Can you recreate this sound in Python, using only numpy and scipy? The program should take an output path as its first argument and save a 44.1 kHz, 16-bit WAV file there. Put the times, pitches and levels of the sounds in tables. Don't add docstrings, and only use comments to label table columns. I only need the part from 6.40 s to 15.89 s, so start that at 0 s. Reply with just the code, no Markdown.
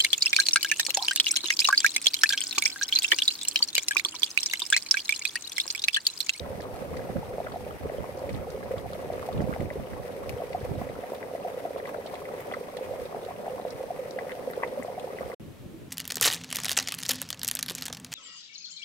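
import sys
import numpy as np
from scipy import signal
from scipy.fft import rfft, irfft
from scipy.io import wavfile

SR = 44100
rng = np.random.default_rng(int(sys.argv[2]) if len(sys.argv) > 2 else 0)


def inscribe(sig):
    pcm = np.round(np.clip(np.atleast_2d(sig).T, -1, 1) * 32767)
    wavfile.write(sys.argv[1], SR, pcm.astype(np.int16))


N = 418489
TIME = np.arange(N) / SR
FREQS = np.fft.rfftfreq(N, 1 / SR)
POOL_END_S = 8.944

# pitch_hz, lead_rad
LEAD = [(100, -2), (450, 0), (560, 0.32), (700, 0.7), (900, 0), (1300, 3.5), (2000, 2)]
# freq_hz, gain_db
SPATTER = [(300, -27), (800, 4.5), (1100, 2.5), (1600, 0), (2000, 2.5), (2400, -2), (3000, -9), (4500, -18),
           (7000, -17.5), (9000, -19), (15500, -16.5)]


def amp(db):
    return 10 ** (np.asarray(db) / 20)


def unit(x):
    return x / np.sqrt(np.mean(x ** 2) + 1e-20)


def at_hz(points, hz):
    f, value = np.transpose(points)
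    return np.interp(np.log(hz + 1), np.log(f + 1), value)


def sides(db):
    return amp(np.array([[.5], [-.5]]) * db)


def port_lead(hz):
    return np.array([[.5], [-.5]]) * at_hz(LEAD, hz)


def colour(x, points, size=2048):
    log_gain = np.log(amp(at_hz(points, abs(np.fft.fftfreq(2 * size, 1 / SR)))))
    response = np.exp(signal.hilbert(log_gain).conj())
    taps = np.fft.ifft(response).real[:size]
    return signal.oaconvolve(x, taps[None], axes=1)[:, :N]


def drift(per_s):
    lowpass = np.exp(-(FREQS / per_s) ** 2)
    return unit(irfft(rfft(rng.standard_normal(N)) * lowpass, N))


def simmer(swing_db, per_s):
    return amp(swing_db * drift(per_s))


def add(mix, s, sound):
    part = mix[:, max(round(s * SR), 0):][:, :sound.shape[1]]
    part += sound[:, :part.shape[1]]


def chance(per_s, count):
    draws = rng.standard_normal((400, count + 2))
    gaps_s = (draws[:, 0] ** 2 + draws[:, 1] ** 2) / (2 * per_s)
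    times_s = np.cumsum(gaps_s)
    return [(s, *np.clip(row, -2, 2)) for s, row in zip(times_s, draws[:, 2:]) if s < POOL_END_S]


def rocks(x, t60, wet_db, size=4096):
    t = TIME[:size]
    tail = rng.standard_normal((2, size)) * amp(-60 * t / t60) * (t > .002)
    tail /= np.linalg.norm(tail, axis=1, keepdims=True)
    return x + amp(wet_db) * signal.oaconvolve(x, tail, axes=1)[:, :N]


def hollow_ring(x, hz, width_hz, ring_db):
    b, a = signal.iirpeak(hz, hz / width_hz, fs=SR)
    return x + amp(ring_db) * signal.lfilter(b, a, x, axis=1)


def bubble(hz, swell_s, glide, size=2600):
    u = TIME[:size] / max(swell_s, .0003)
    pitch_hz = hz * (1 + glide * (np.tanh(u / 4) - .35))
    turns = np.cumsum(pitch_hz) / SR
    return (u * np.exp(1 - u)) ** 1.5 * np.sin(2 * np.pi * turns + port_lead(hz))


def spray(hz, width, fade_s, swell_s=0.002, grain_db=7, size=2048):
    t, f = TIME[:size], np.fft.rfftfreq(size, 1 / SR)
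    band = np.exp(-.5 * (np.log((f + 1) / hz) / width) ** 2)
    shape = (1 - np.exp(-(t / swell_s) ** 2)) * np.exp(-t / fade_s)
    grain_gain = amp(grain_db * np.minimum(rng.exponential(1, (2, size)), 5))
    grains = rng.standard_normal((2, size)) * grain_gain
    return unit(irfft(rfft(grains) * band)) * shape / shape.max()


def gulps(trim_db=-0.6, tick_db=-27, tick_s=.002, echo_db=-14, size=2600):
    # start_s, level_db, pitch_hz, swell_s
    single_gulps = [(.103, -28, 540, 0.004), (.148, -33, 560, 0.0021), (.204, -32, 500, 0.0025),
                    (.25, -34, 549, .003), (.423, -28.5, 484, 0.0026), (.514, -30, 533, 0.0025),
                    (.588, -28.5, 516, 0.0048), (.669, -31, 590, 0.0026), (.698, -25.5, 525, 0.0012),
                    (.755, -26.5, 544, 0.005), (.9075, -27, 500, 0.0022), (.939, -31, 534, 0.0023),
                    (.982, -19, 585, 0.0012), (1.002, -20, 660, 0.0019), (1.064, -27.5, 600, 0.0027),
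                    (1.141, -27, 690, 0.0024), (1.159, -25, 723, 0.0025), (1.2645, -25, 543, 0.002),
                    (1.455, -24.5, 450, 0.0028), (1.498, -25.5, 650, .0024), (1.5195, -28, 447, 0.0024),
                    (1.544, -25, 523, 0.0023), (1.5825, -25, 530, 0.0029), (1.641, -26, 700, 0.0014),
                    (1.691, -27, 537, 0.0029), (1.817, -25, 540, 0.0029), (1.836, -28, 546, .004),
                    (1.868, -31, 594, .003), (1.889, -27.5, 556, 0.0033), (2.011, -30, 528, 0.0039),
                    (2.077, -30, 490, .003), (2.144, -30, 500, 0.0032), (2.161, -34, 530, 0.0029),
                    (2.308, -23.5, 533, 0.0042), (2.338, -21, 523, 0.0033), (2.457, -29, 732, 0.0031),
                    (2.502, -28, 523, 0.003), (2.53, -32, 524, 0.0036), (2.552, -29, 607, 0.0023),
                    (2.618, -32, 530, 0.0054), (2.701, -21, 644, 0.0024), (2.724, -24, 566, 0.0013),
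                    (2.7365, -24, 540, 0.0024), (2.779, -28, 536, 0.002), (2.888, -20.5, 703, 0.0019),
                    (3.0065, -22.5, 456, 0.0019), (3.019, -26.5, 694, 0.002), (3.073, -24, 536, 0.0022),
                    (3.111, -28, 593, 0.0025), (3.162, -23, 680, .0016), (3.213, -25, 576, 0.0017),
                    (3.229, -25, 535, 0.0018), (3.309, -29, 560, 0.0032), (3.355, -27, 430, 0.0034),
                    (3.396, -36, 565, 0.0023), (3.649, -28, 507, 0.0022), (3.691, -30, 520, 0.0037),
                    (3.761, -29.5, 501, 0.0027), (3.819, -29, 528, 0.0035), (3.872, -29, 495, 0.0023),
                    (3.965, -29, 479, .003), (4.001, -26.5, 670, 0.0034), (4.02, -21, 606, 0.0016),
                    (4.037, -26, 484, .0026), (4.103, -28.5, 494, 0.0038), (4.122, -31, 506, 0.0033),
                    (4.1466, -19.5, 716, 0.0031), (4.209, -32, 470, 0.0025), (4.248, -29, 510, .003),
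                    (4.384, -27.5, 547, .0028), (4.414, -26.5, 720, 0.0047), (4.468, -28, 533, 0.0032),
                    (4.497, -24.5, 525, 0.0017), (4.588, -32.5, 501, 0.0028), (4.636, -28, 690, 0.0028),
                    (4.72, -21.5, 503, 0.0013), (4.733, -25, 640, .0014), (4.835, -29, 538, .003),
                    (4.858, -32, 501, 0.0035), (4.936, -24.5, 507, 0.0024), (4.95, -23, 638, 0.0024),
                    (5.004, -33, 570, 0.0035), (5.048, -23.5, 694, 0.0033), (5.06, -25.5, 530, 0.003),
                    (5.079, -25, 680, .0022), (5.142, -27, 520, 0.0026), (5.1735, -25.5, 530, 0.0028),
                    (5.251, -22, 696, 0.0032), (5.306, -25, 560, 0.0024), (5.346, -31, 520, .003),
                    (5.361, -25.5, 540, 0.0015), (5.452, -31, 563, 0.0032), (5.546, -25.5, 633, 0.0027),
                    (5.56, -30, 511, .003), (5.584, -27, 496, .003), (5.597, -35, 530, .003),
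                    (5.658, -26, 614, 0.0015), (5.732, -29, 534, 0.0034), (5.817, -28, 500, 0.0025),
                    (5.937, -29.5, 480, 0.0025), (5.993, -33, 517, 0.0027), (6.086, -32, 520, 0.0028),
                    (6.115, -31, 744, 0.0017), (6.125, -23, 560, 0.0018), (6.167, -29, 517, .003),
                    (6.21, -28.5, 490, 0.0023), (6.347, -31, 510, 0.0048), (6.367, -26.5, 530, 0.002),
                    (6.385, -30, 526, 0.0025), (6.409, -27, 500, 0.0032), (6.507, -27, 523, 0.0052),
                    (6.537, -26, 655, 0.0021), (6.558, -32, 520, 0.0025), (6.588, -30, 503, 0.0053),
                    (6.616, -27.5, 500, 0.0032), (6.653, -29, 538, 0.0027), (6.727, -32, 680, 0.0017),
                    (6.746, -22.5, 694, 0.0015), (6.764, -30.5, 487, 0.0035), (6.828, -30, 516, 0.0028),
                    (6.863, -31, 511, 0.0025), (6.885, -27.5, 680, 0.0027), (6.907, -28, 699, .0025),
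                    (7.066, -25, 670, 0.0017), (7.079, -22, 710, 0.0022), (7.113, -32, 530, 0.0023),
                    (7.132, -33, 501, 0.0026), (7.144, -29.5, 536, 0.0046), (7.1975, -22, 630, 0.0012),
                    (7.251, -19, 600, 0.0014), (7.262, -25.5, 522, 0.004), (7.276, -28.5, 525, 0.0023),
                    (7.327, -30.5, 495, .003), (7.357, -32.5, 479, 0.0033), (7.405, -27, 517, 0.0051),
                    (7.437, -26.5, 544, 0.0028), (7.504, -21.5, 680, 0.0033), (7.589, -26, 528, 0.0057),
                    (7.628, -29.5, 520, 0.0021), (7.708, -30, 520, 0.0023), (7.76, -26.5, 513, 0.0047),
                    (7.783, -25, 690, 0.0029), (7.8205, -28, 503, 0.0033), (7.867, -27, 540, 0.0028),
                    (7.99, -27, 502, 0.0032), (8.074, -21.5, 534, 0.0039), (8.101, -26, 510, 0.0014),
                    (8.174, -23.5, 500, 0.0029), (8.195, -27, 527, 0.0027), (8.231, -22, 593, 0.0013),
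                    (8.249, -29, 560, .003), (8.262, -32, 500, 0.0024), (8.281, -27, 560, .0016),
                    (8.325, -31, 516, 0.0029), (8.373, -24.5, 573, 0.0047), (8.393, -31.5, 245, 0.0045),
                    (8.448, -24, 560, 0.0015), (8.48, -27.5, 680, 0.004), (8.499, -30.5, 538, 0.0026),
                    (8.577, -26, 725, 0.0045), (8.609, -33, 540, 0.0027), (8.642, -28.5, 530, 0.0028),
                    (8.808, -23, 554, 0.0021), (8.859, -27.5, 526, .003), (8.899, -27, 603, .0018)]
    tones, ticks = np.zeros((2, 2, N))
    tick_fade = np.exp(-TIME[:size] / tick_s)
    for s, db, hz, swell_s in list(single_gulps) + random_gulps():
        tone = amp(db + trim_db) * bubble(hz, swell_s, glide=rng.uniform(0.0138, 0.081))
        add(tones, s, tone)
        add(tones, s + rng.uniform(0.00389, 0.00738), amp(echo_db) * tone)
        add(ticks, s, amp(db + tick_db) * rng.standard_normal((2, size)) * tick_fade)
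    boil = hollow_ring(tones, hz=503, width_hz=50, ring_db=-9)
    return rocks(boil + colour(ticks, SPATTER), t60=0.08, wet_db=-14)


def random_gulps(per_s=8, level_db=-34, spread_db=1.5, low_hz=500, high_hz=680, high_share=.3,
                 scatter=0.13, swell_s=0.0022):
    events = []
    for s, a, b, c in chance(per_s, count=3):
        hz = high_hz if rng.random() < high_share else low_hz
        events.append((s, level_db + spread_db * a, hz * np.exp(scatter * b), swell_s * np.exp(0.3 * c)))
    return events


def churn(level_db=-39.5, swell_cycles=1, lag_samples=9, count=48):
    # freq_hz, gain_db
    hollow = [(40, -30.5), (120, -14), (250, -8), (320, -7), (380, -1), (440, 0.5), (510, 4), (590, -1),
              (640, -5), (710, -1.5), (830, -8.5), (1000, -11.5), (1250, -17.5), (1550, -26), (3000, -39)]
    sizes = amp(2.3 * np.minimum(rng.exponential(1, N), 3))
    sizes *= rng.random(N) < 1300 / SR
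    kind, out = rng.integers(0, count, N), np.zeros((2, N))
    for k, hz in enumerate(np.geomspace(110, 1700, count)):
        left, right = bubble(hz, swell_cycles / hz, glide=0.19) * hz
        lag = lag_samples * (-1) ** k
        ring = np.array([np.roll(left, max(lag, 0)), np.roll(right, max(-lag, 0))])
        out += signal.oaconvolve((sizes * (kind == k))[None], ring, axes=1)[:, :N]
    crowd = unit(rocks(colour(out, hollow), t60=0.067, wet_db=-9.5))
    return amp(level_db) * simmer(swing_db=1.0, per_s=14) * crowd


def pops(ring_cycles=1.58, spray_db=-13.5, spray_s=0.0039, width=0.18, size=2048):
    # start_s, level_db, pitch_hz, left_right_db
    bursts = [(.203, -35, 1900, 4), (.253, -34, 1120, 2), (.419, -39, 1280, -1), (.54, -34, 1110, 2),
              (.569, -36, 1930, 4), (.5935, -35, 1620, 3), (.709, -36, 1240, 0), (.767, -35, 1460, 1),
              (.931, -38, 1280, -1), (1.066, -34, 2050, 3), (1.069, -28, 1400, 4), (1.084, -34, 1030, -1),
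              (1.118, -34, 1200, 2), (1.308, -33, 1220, 2), (1.495, -35, 1800, 6), (1.6425, -34, 1040, -1),
              (1.892, -32, 2140, 5), (1.956, -37, 1880, 4), (2.044, -37, 1040, -2), (2.228, -34, 1660, -4),
              (2.282, -41, 1090, 1), (2.38, -40, 1230, 1), (2.531, -32, 1260, 1), (2.78, -35, 1120, 4),
              (2.827, -29, 1130, -2.5), (2.854, -36, 1080, 1), (2.925, -37, 1140, 3), (2.967, -40, 1030, 4),
              (3.004, -32, 1710, -8), (3.106, -33, 1140, -4), (3.128, -26, 1340, 3), (3.138, -31, 2080, 4),
              (3.205, -35, 2010, 5), (3.303, -30, 1990, 4), (3.533, -35, 1770, 2), (3.689, -38, 1440, 3),
              (3.835, -33, 1140, -1), (3.894, -27.5, 2400, 7), (4.131, -32.5, 2230, 7),
              (4.262, -39, 1120, -2), (4.413, -32, 990, -1), (4.49, -37, 2050, 6), (4.638, -36, 1840, 6),
              (4.699, -41, 1100, 0), (4.7345, -34, 960, -3), (4.828, -30, 1860, 8), (5.361, -34, 1080, -1),
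              (5.381, -36, 1050, -1), (5.4, -33.5, 1840, 4), (5.455, -32, 1970, 6), (5.475, -33.5, 1090, 2),
              (5.49, -36, 1060, 0), (5.544, -30, 1370, 5), (5.7385, -32, 1050, 0), (5.754, -33, 2160, -1),
              (5.8175, -34, 980, 2), (5.854, -33, 2060, -1), (5.889, -32, 1190, -3), (5.979, -38, 1090, 4),
              (6.113, -33, 2090, 3), (6.1145, -29, 1180, 1), (6.123, -33, 2960, 4), (6.1375, -26, 1850, -3),
              (6.1385, -29, 1150, 2), (6.1425, -26.5, 1370, 2), (6.147, -32, 1200, 3),
              (6.289, -36, 1080, 1), (6.37, -37, 1910, 3), (6.724, -35, 1150, 2), (6.761, -33, 1270, 0),
              (6.9085, -36, 960, 2), (7.06, -39, 1890, 4), (7.181, -33, 1010, 0), (7.788, -24.5, 1860, 4),
              (7.894, -32, 1880, 7), (7.906, -33, 1900, 4), (7.918, -30, 1910, 5), (8.101, -36, 1890, 2),
              (8.134, -31, 1470, 3), (8.201, -34, 1200, 1), (8.222, -31, 1060, 3), (8.229, -31, 2050, 2),
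              (8.2337, -19.5, 1010, 0), (8.234, -19.5, 1900, 7), (8.2375, -27, 2000, -6),
              (8.2385, -36, 900, -1), (8.244, -30, 2140, -5), (8.425, -33, 2010, 5), (8.445, -38, 1120, 4),
              (8.786, -30, 1930, 7), (8.817, -36, 1290, 3), (8.8285, -29, 1250, 5), (8.917, -34, 1860, 3),
              (8.929, -37, 1090, 7)]
    out, t = np.zeros((2, N)), TIME[:size]
    for s, db, hz, pan_db in list(bursts) + random_pops():
        u = t * hz / ring_cycles
        lead = port_lead(hz) * rng.uniform(0.69, 1)
        ping = (u * np.exp(1 - u)) ** 2 * np.sin(2 * np.pi * hz * t + lead)
        rattle = amp(spray_db) * spray(hz, width, spray_s)
        add(out, s, amp(db) * sides(pan_db) * (ping + rattle))
    return rocks(hollow_ring(out, hz=2000, width_hz=180, ring_db=-9), t60=0.08, wet_db=-12.5)


def random_pops(per_s=5, level_db=-44, hz=1950, scatter=0.2, pan_db=3, pan_spread_db=3.0):
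    return [(s, level_db, hz * np.exp(scatter * a), pan_db + pan_spread_db * b)
            for s, a, b in chance(per_s, count=2)]


def spits(width=0.23, snap_db=-9, snap_hz=7800, snap_width=0.25, snap_s=0.0025):
    # start_s, level_db, centre_hz, left_right_db, fade_s
    showers = [(.204, -48.5, 4400, .5, 0.0055), (.217, -47, 3310, 3, .005), (.237, -53, 3370, -1, .004),
               (.366, -56, 4080, -3, .003), (.566, -47, 4630, -5, .006), (1.118, -49, 3680, -2, .0054),
               (1.771, -51, 5040, 2, 0.0056), (1.791, -47, 4560, 3, .003), (1.892, -45, 3480, 0, 0.0044),
               (1.928, -48, 4790, 3, .003), (1.942, -48, 3560, -.5, .0055), (1.962, -50, 2850, 1, .004),
               (2.102, -48.5, 4800, -2, .0046), (2.38, -47, 3520, -2, 0.0036), (2.531, -49, 3710, -1, .006),
               (2.731, -53, 3880, 7, 0.0037), (2.826, -52, 3720, -6, .004), (2.925, -50, 3640, -2, 0.0082),
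               (2.975, -44, 3040, 3, .004), (3.015, -50, 5160, 4, .005), (3.205, -45, 3000, 4, 0.0024),
               (3.892, -38.5, 4770, 4, 0.0015), (3.893, -42, 11500, 2, 0.0017), (4.13, -49, 4370, 3, .003),
               (4.38, -51, 3540, 0, .003), (4.731, -48, 14400, 9, .0055), (4.749, -47, 3440, -3, .003),
               (5.387, -52, 3650, -1, .004), (5.454, -53, 2860, -2, .004), (5.469, -50, 3710, -2, .004),
               (5.661, -43.5, 3620, 0, 0.009), (5.74, -46, 3540, 1, .005), (5.752, -48.5, 3650, 0, .004),
               (6.004, -46, 14000, 1.5, .0042), (6.138, -46.5, 4330, -3, 0.0035),
               (6.368, -42, 3640, -7, 0.004), (6.652, -50, 3600, -3, .006), (6.847, -48, 3710, 2, 0.0038),
               (7.276, -50, 3950, 2, .003), (7.304, -43.5, 4640, -1, 0.0033),
               (7.707, -47.5, 4780, 5, 0.0027), (7.787, -49, 3740, 0, 0.0024),
               (7.917, -45.5, 3070, 0, .004), (8.108, -46, 13800, 4, 0.0054), (8.133, -49, 3700, 0, .003),
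               (8.274, -52, 3430, 3, .004), (8.43, -50, 8100, 7, 0.0031), (8.595, -47, 3140, 5, .004)]
    out = np.zeros((2, N))
    for s, db, hz, pan_db, fade_s in list(showers) + random_spits():
        snap = amp(snap_db) * spray(snap_hz, snap_width, snap_s)
        add(out, s, amp(db) * sides(pan_db) * (spray(hz, width, fade_s) + snap))
    return rocks(out, t60=0.082, wet_db=-8.0)


def random_spits(per_s=1.3, level_db=-55, spread_db=1.0, hz=3700, scatter=0.11, fade_s=0.01):
    return [(s, level_db + spread_db * a, hz * np.exp(scatter * b), 0, fade_s)
            for s, a, b in chance(per_s, count=2)]


def crackle(per_s, spread_db, clump_db, count=9):
    sizes = amp(spread_db * np.minimum(rng.exponential(1, N), 4) + clump_db * drift(per_s=20.4))
    left = sizes * rng.choice([-1, 1], N) * (rng.random(N) < per_s / SR)
    spot = rng.integers(0, count, N)
    lags = np.linspace(-18, 18, count).astype(int)
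    right = sum(np.roll(left * (spot == k), lag) for k, lag in enumerate(lags))
    return np.array([left, right])


def spatter(level_db=-53.5):
    snaps = colour(crackle(per_s=900, spread_db=4.0, clump_db=3), SPATTER)
    return amp(level_db) * simmer(swing_db=1.0, per_s=5) * unit(rocks(snaps, t60=0.03, wet_db=-5))


def drips(level_db=-58.5, per_s=150, spread_db=4.5, clump_db=3, cycles=3, count=24):
    # pitch_hz, gain_db
    strength = [(950, 1.5), (1250, 1.5), (1600, -12), (2000, -0.5), (2800, -6), (3800, -3.5), (5200, -22)]
    sizes = amp(spread_db * np.minimum(rng.exponential(1, N), 3) + clump_db * np.tanh(drift(per_s=15)))
    sizes *= rng.random(N) < per_s / SR
    kind, out = rng.integers(0, count, N), np.zeros((2, N))
    t = TIME[:1200]
    for k, hz in enumerate(np.geomspace(950, 5200, count)):
        u = t * hz / cycles
        plink = u ** 2 * np.exp(-2 * u) * np.sin(2 * np.pi * (hz * t + rng.random((2, 1))))
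        hits = signal.oaconvolve((sizes * (kind == k))[None], plink, axes=1)[:, :N]
        out += amp(at_hz(strength, hz)) * hits
    return amp(level_db) * unit(rocks(out, t60=0.046, wet_db=-2.5))


def steam(level_db=-51.5, fizz_db=-6, flutter_db=1.0):
    # freq_hz, gain_db
    spectrum = [(100, -3), (500, 17.5), (1000, 7.5), (2000, 10.5), (3000, 4.5), (5000, 2), (6000, 1),
                (7100, -5.5), (8400, 1.5), (9700, -2), (11200, 1), (12500, -3), (13700, -0.5), (15800, -7)]
    hiss = rng.standard_normal((2, N)) * amp(flutter_db * drift(per_s=29))
    clicks = crackle(per_s=500, spread_db=4.5, clump_db=-3.5)
    fizz = unit(rocks(clicks, t60=0.035, wet_db=-2.5))
    both = unit(colour(hiss + amp(fizz_db) * fizz, spectrum))
    return amp(level_db) * simmer(swing_db=0.2, per_s=3.6) * both


def rumble(level_db=-54, shared=5.1):
    # freq_hz, gain_db
    spectrum = [(25, -14), (55, -7), (95, 0), (160, -1), (220, -3), (350, -9.5), (800, -27.5), (3000, -59)]
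    roar = rng.standard_normal((2, N)) + shared * rng.standard_normal(N)
    return amp(level_db) * unit(colour(roar, spectrum))


def thumps(cycles=0.74, tear_db=-12.5, tear_hz=420, tear_width=0.41, tear_s=0.0093, size=2048):
    # centre_s, level_db, pitch_hz, left_right_db
    slaps = [(0.184, -34, 160, -7), (.341, -35, 92, -12), (.419, -34.5, 213, -14), (.704, -33, 181, -17),
             (0.763, -26.5, 218, -14.5), (.785, -33, 157, -9), (1.945, -30, 117, -13),
             (2.375, -31, 108, -7), (2.954, -26, 120, -3), (2.973, -26, 150, -6), (2.992, -21.5, 135, -5),
             (2.999, -25, 230, -5), (3.008, -23, 300, -7), (3.023, -25, 157, -3), (3.042, -25, 196, -13),
             (3.095, -27, 223, -17), (3.202, -30, 187, -11), (3.538, -37, 112, 1), (3.602, -34, 133, -13),
             (3.904, -31, 86, -1), (3.942, -31, 108, 9), (4.235, -29, 97, 5), (4.294, -31, 105, -8),
             (4.314, -25.5, 142, -10), (4.381, -30, 130, -11), (4.418, -30.5, 258, -14),
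             (7.354, -37, 124, -9)]
    half_s = TIME[size // 2]
    out, t = np.zeros((2, N)), TIME[:size] - half_s
    for s, db, hz, pan_db in slaps:
        push = np.exp(-(t * hz / cycles) ** 2) * np.sin(2 * np.pi * (hz * t + rng.random((2, 1))))
        add(out, s - half_s, amp(db) * sides(pan_db) * push)
        add(out, s, amp(db + tear_db) * sides(pan_db) * spray(tear_hz, tear_width, tear_s))
    return out


def wind(lump_db=2, pan_db=-4.0):
    # freq_hz, gain_db
    buffet = [(8, -33), (25, -12.5), (50, -5.5), (80, 1), (140, -4), (250, -11), (400, -17), (800, -40),
              (2000, -63), (8000, -82)]
    # freq_hz, gain_db
    tearing = [(25, -26), (60, -11), (140, -4), (230, 4.5), (350, -3), (650, -11.5), (900, -20),
               (3000, -41), (8000, -76)]
    gust_db = wind_db()
    lumps = amp(lump_db * np.array([drift(per_s=19), drift(per_s=31)]))
    eddies = unit(colour(rng.standard_normal((2, N)) * lumps, buffet))
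    torn = unit(colour(rng.standard_normal((2, N)), tearing))
    torn = torn * amp(0.5 * (gust_db + 26.5))
    return amp(gust_db) * sides(pan_db) * (eddies + torn)


def wind_db(waver_db=2):
    # peak_s, level_db, rise_s, fall_s
    gusts = [(.58, -38, 0.064, 0.067), (.78, -35, 0.038, 0.02), (1.45, -40, 0.039, 0.035),
             (1.59, -38, 0.016, 0.03), (1.94, -37.5, 0.053, 0.064), (2.38, -44.5, 0.033, 0.092),
             (3.002, -29.5, 0.038, 0.036), (3.1, -34.5, .02, .03), (3.235, -34, 0.031, 0.03),
             (3.395, -36.5, .02, .025), (3.53, -38, 0.023, 0.034), (3.9, -41.5, 0.052, 0.049),
             (4.31, -34.5, 0.023, 0.067), (4.46, -41, 0.035, 0.081), (6.5, -47, .03, .03),
             (6.62, -45, 0.025, 0.026), (8.86, -46, 0.036, 0.025)]
    # time_s, level_db
    breeze = [(0, -42.5), (1, -47), (4.4, -47), (4.8, -76), (6, -80), (6.6, -57), (8.9, -72)]
    breeze_db = np.interp(TIME, *np.transpose(breeze))
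    power = amp(breeze_db + waver_db * drift(per_s=5.8)) ** 2
    for s, db, rise_s, fall_s in gusts:
        away = np.maximum((s - TIME) / rise_s, (TIME - s) / fall_s)
        power = power + amp(db) ** 2 * np.exp(-np.minimum(away, 20) ** 1.47)
    return 10 * np.log10(power)


def lull(centre_s=1.387, depth_db=-16, width_s=0.015):
    return amp(depth_db * np.exp(-((TIME - centre_s) / width_s) ** 4))


def vents(level_db=-45.25, shared=0.56, waver_db=4.0, roar_hz=600):
    # freq_hz, gain_db
    spectrum = [(30, -24), (120, -7), (250, -12), (340, -11.5), (430, -17), (600, -21), (800, -29.5),
                (1500, -33.5), (2500, -34), (3800, -37.5), (5000, -42), (9500, -43.5), (13000, -43.5),
                (15700, -46)]
    # start_s, level_db, pitch_hz, swell_s
    blubs = [(9.2, -38, 125, .008), (9.252, -38.5, 175, 0.0083), (9.338, -38.5, 327, 0.01)]
    noise = rng.standard_normal((2, N)) + shared * rng.standard_normal(N)
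    both = unit(colour(noise, spectrum))
    roar = irfft(rfft(both) * np.exp(-(FREQS / roar_hz) ** 4), N)
    hiss = both - roar
    out = amp(level_db) * (hiss + roar * amp(waver_db * np.tanh(drift(per_s=14))))
    for s, db, hz, swell_s in blubs:
        add(out, s, amp(db) * bubble(hz, swell_s, glide=.1))
    return out


def scene(fade_s=0.0012, vents_start_s=8.998):
    # freq_hz, left_right_db
    balance = [(100, 0), (380, -2), (550, -1.5), (720, 1.5), (1100, 1), (1350, 2), (1900, 4), (2600, -0.5),
               (4400, -1.5), (6500, -1.5), (8200, 4), (9500, -3.5), (12000, 1), (15000, 4.5)]
    dip = lull()
    mud = (gulps() + churn() + drips() + rumble()) * dip
    pool = irfft(rfft(mud + spatter() + steam()) * sides(at_hz(balance, FREQS)), N)
    near = pool + pops() + spits() + thumps() + wind() * dip
    fade = np.exp(-np.maximum(TIME - POOL_END_S, 0) / fade_s)
    return near * fade + vents() * (TIME > vents_start_s)


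def record(dry, edge_hz=15850):
    taps = signal.firwin(611, edge_hz, window=("kaiser", 9), fs=SR)
    return signal.oaconvolve(dry, taps[None], "same")


dry = scene()
out = record(dry)
inscribe(out)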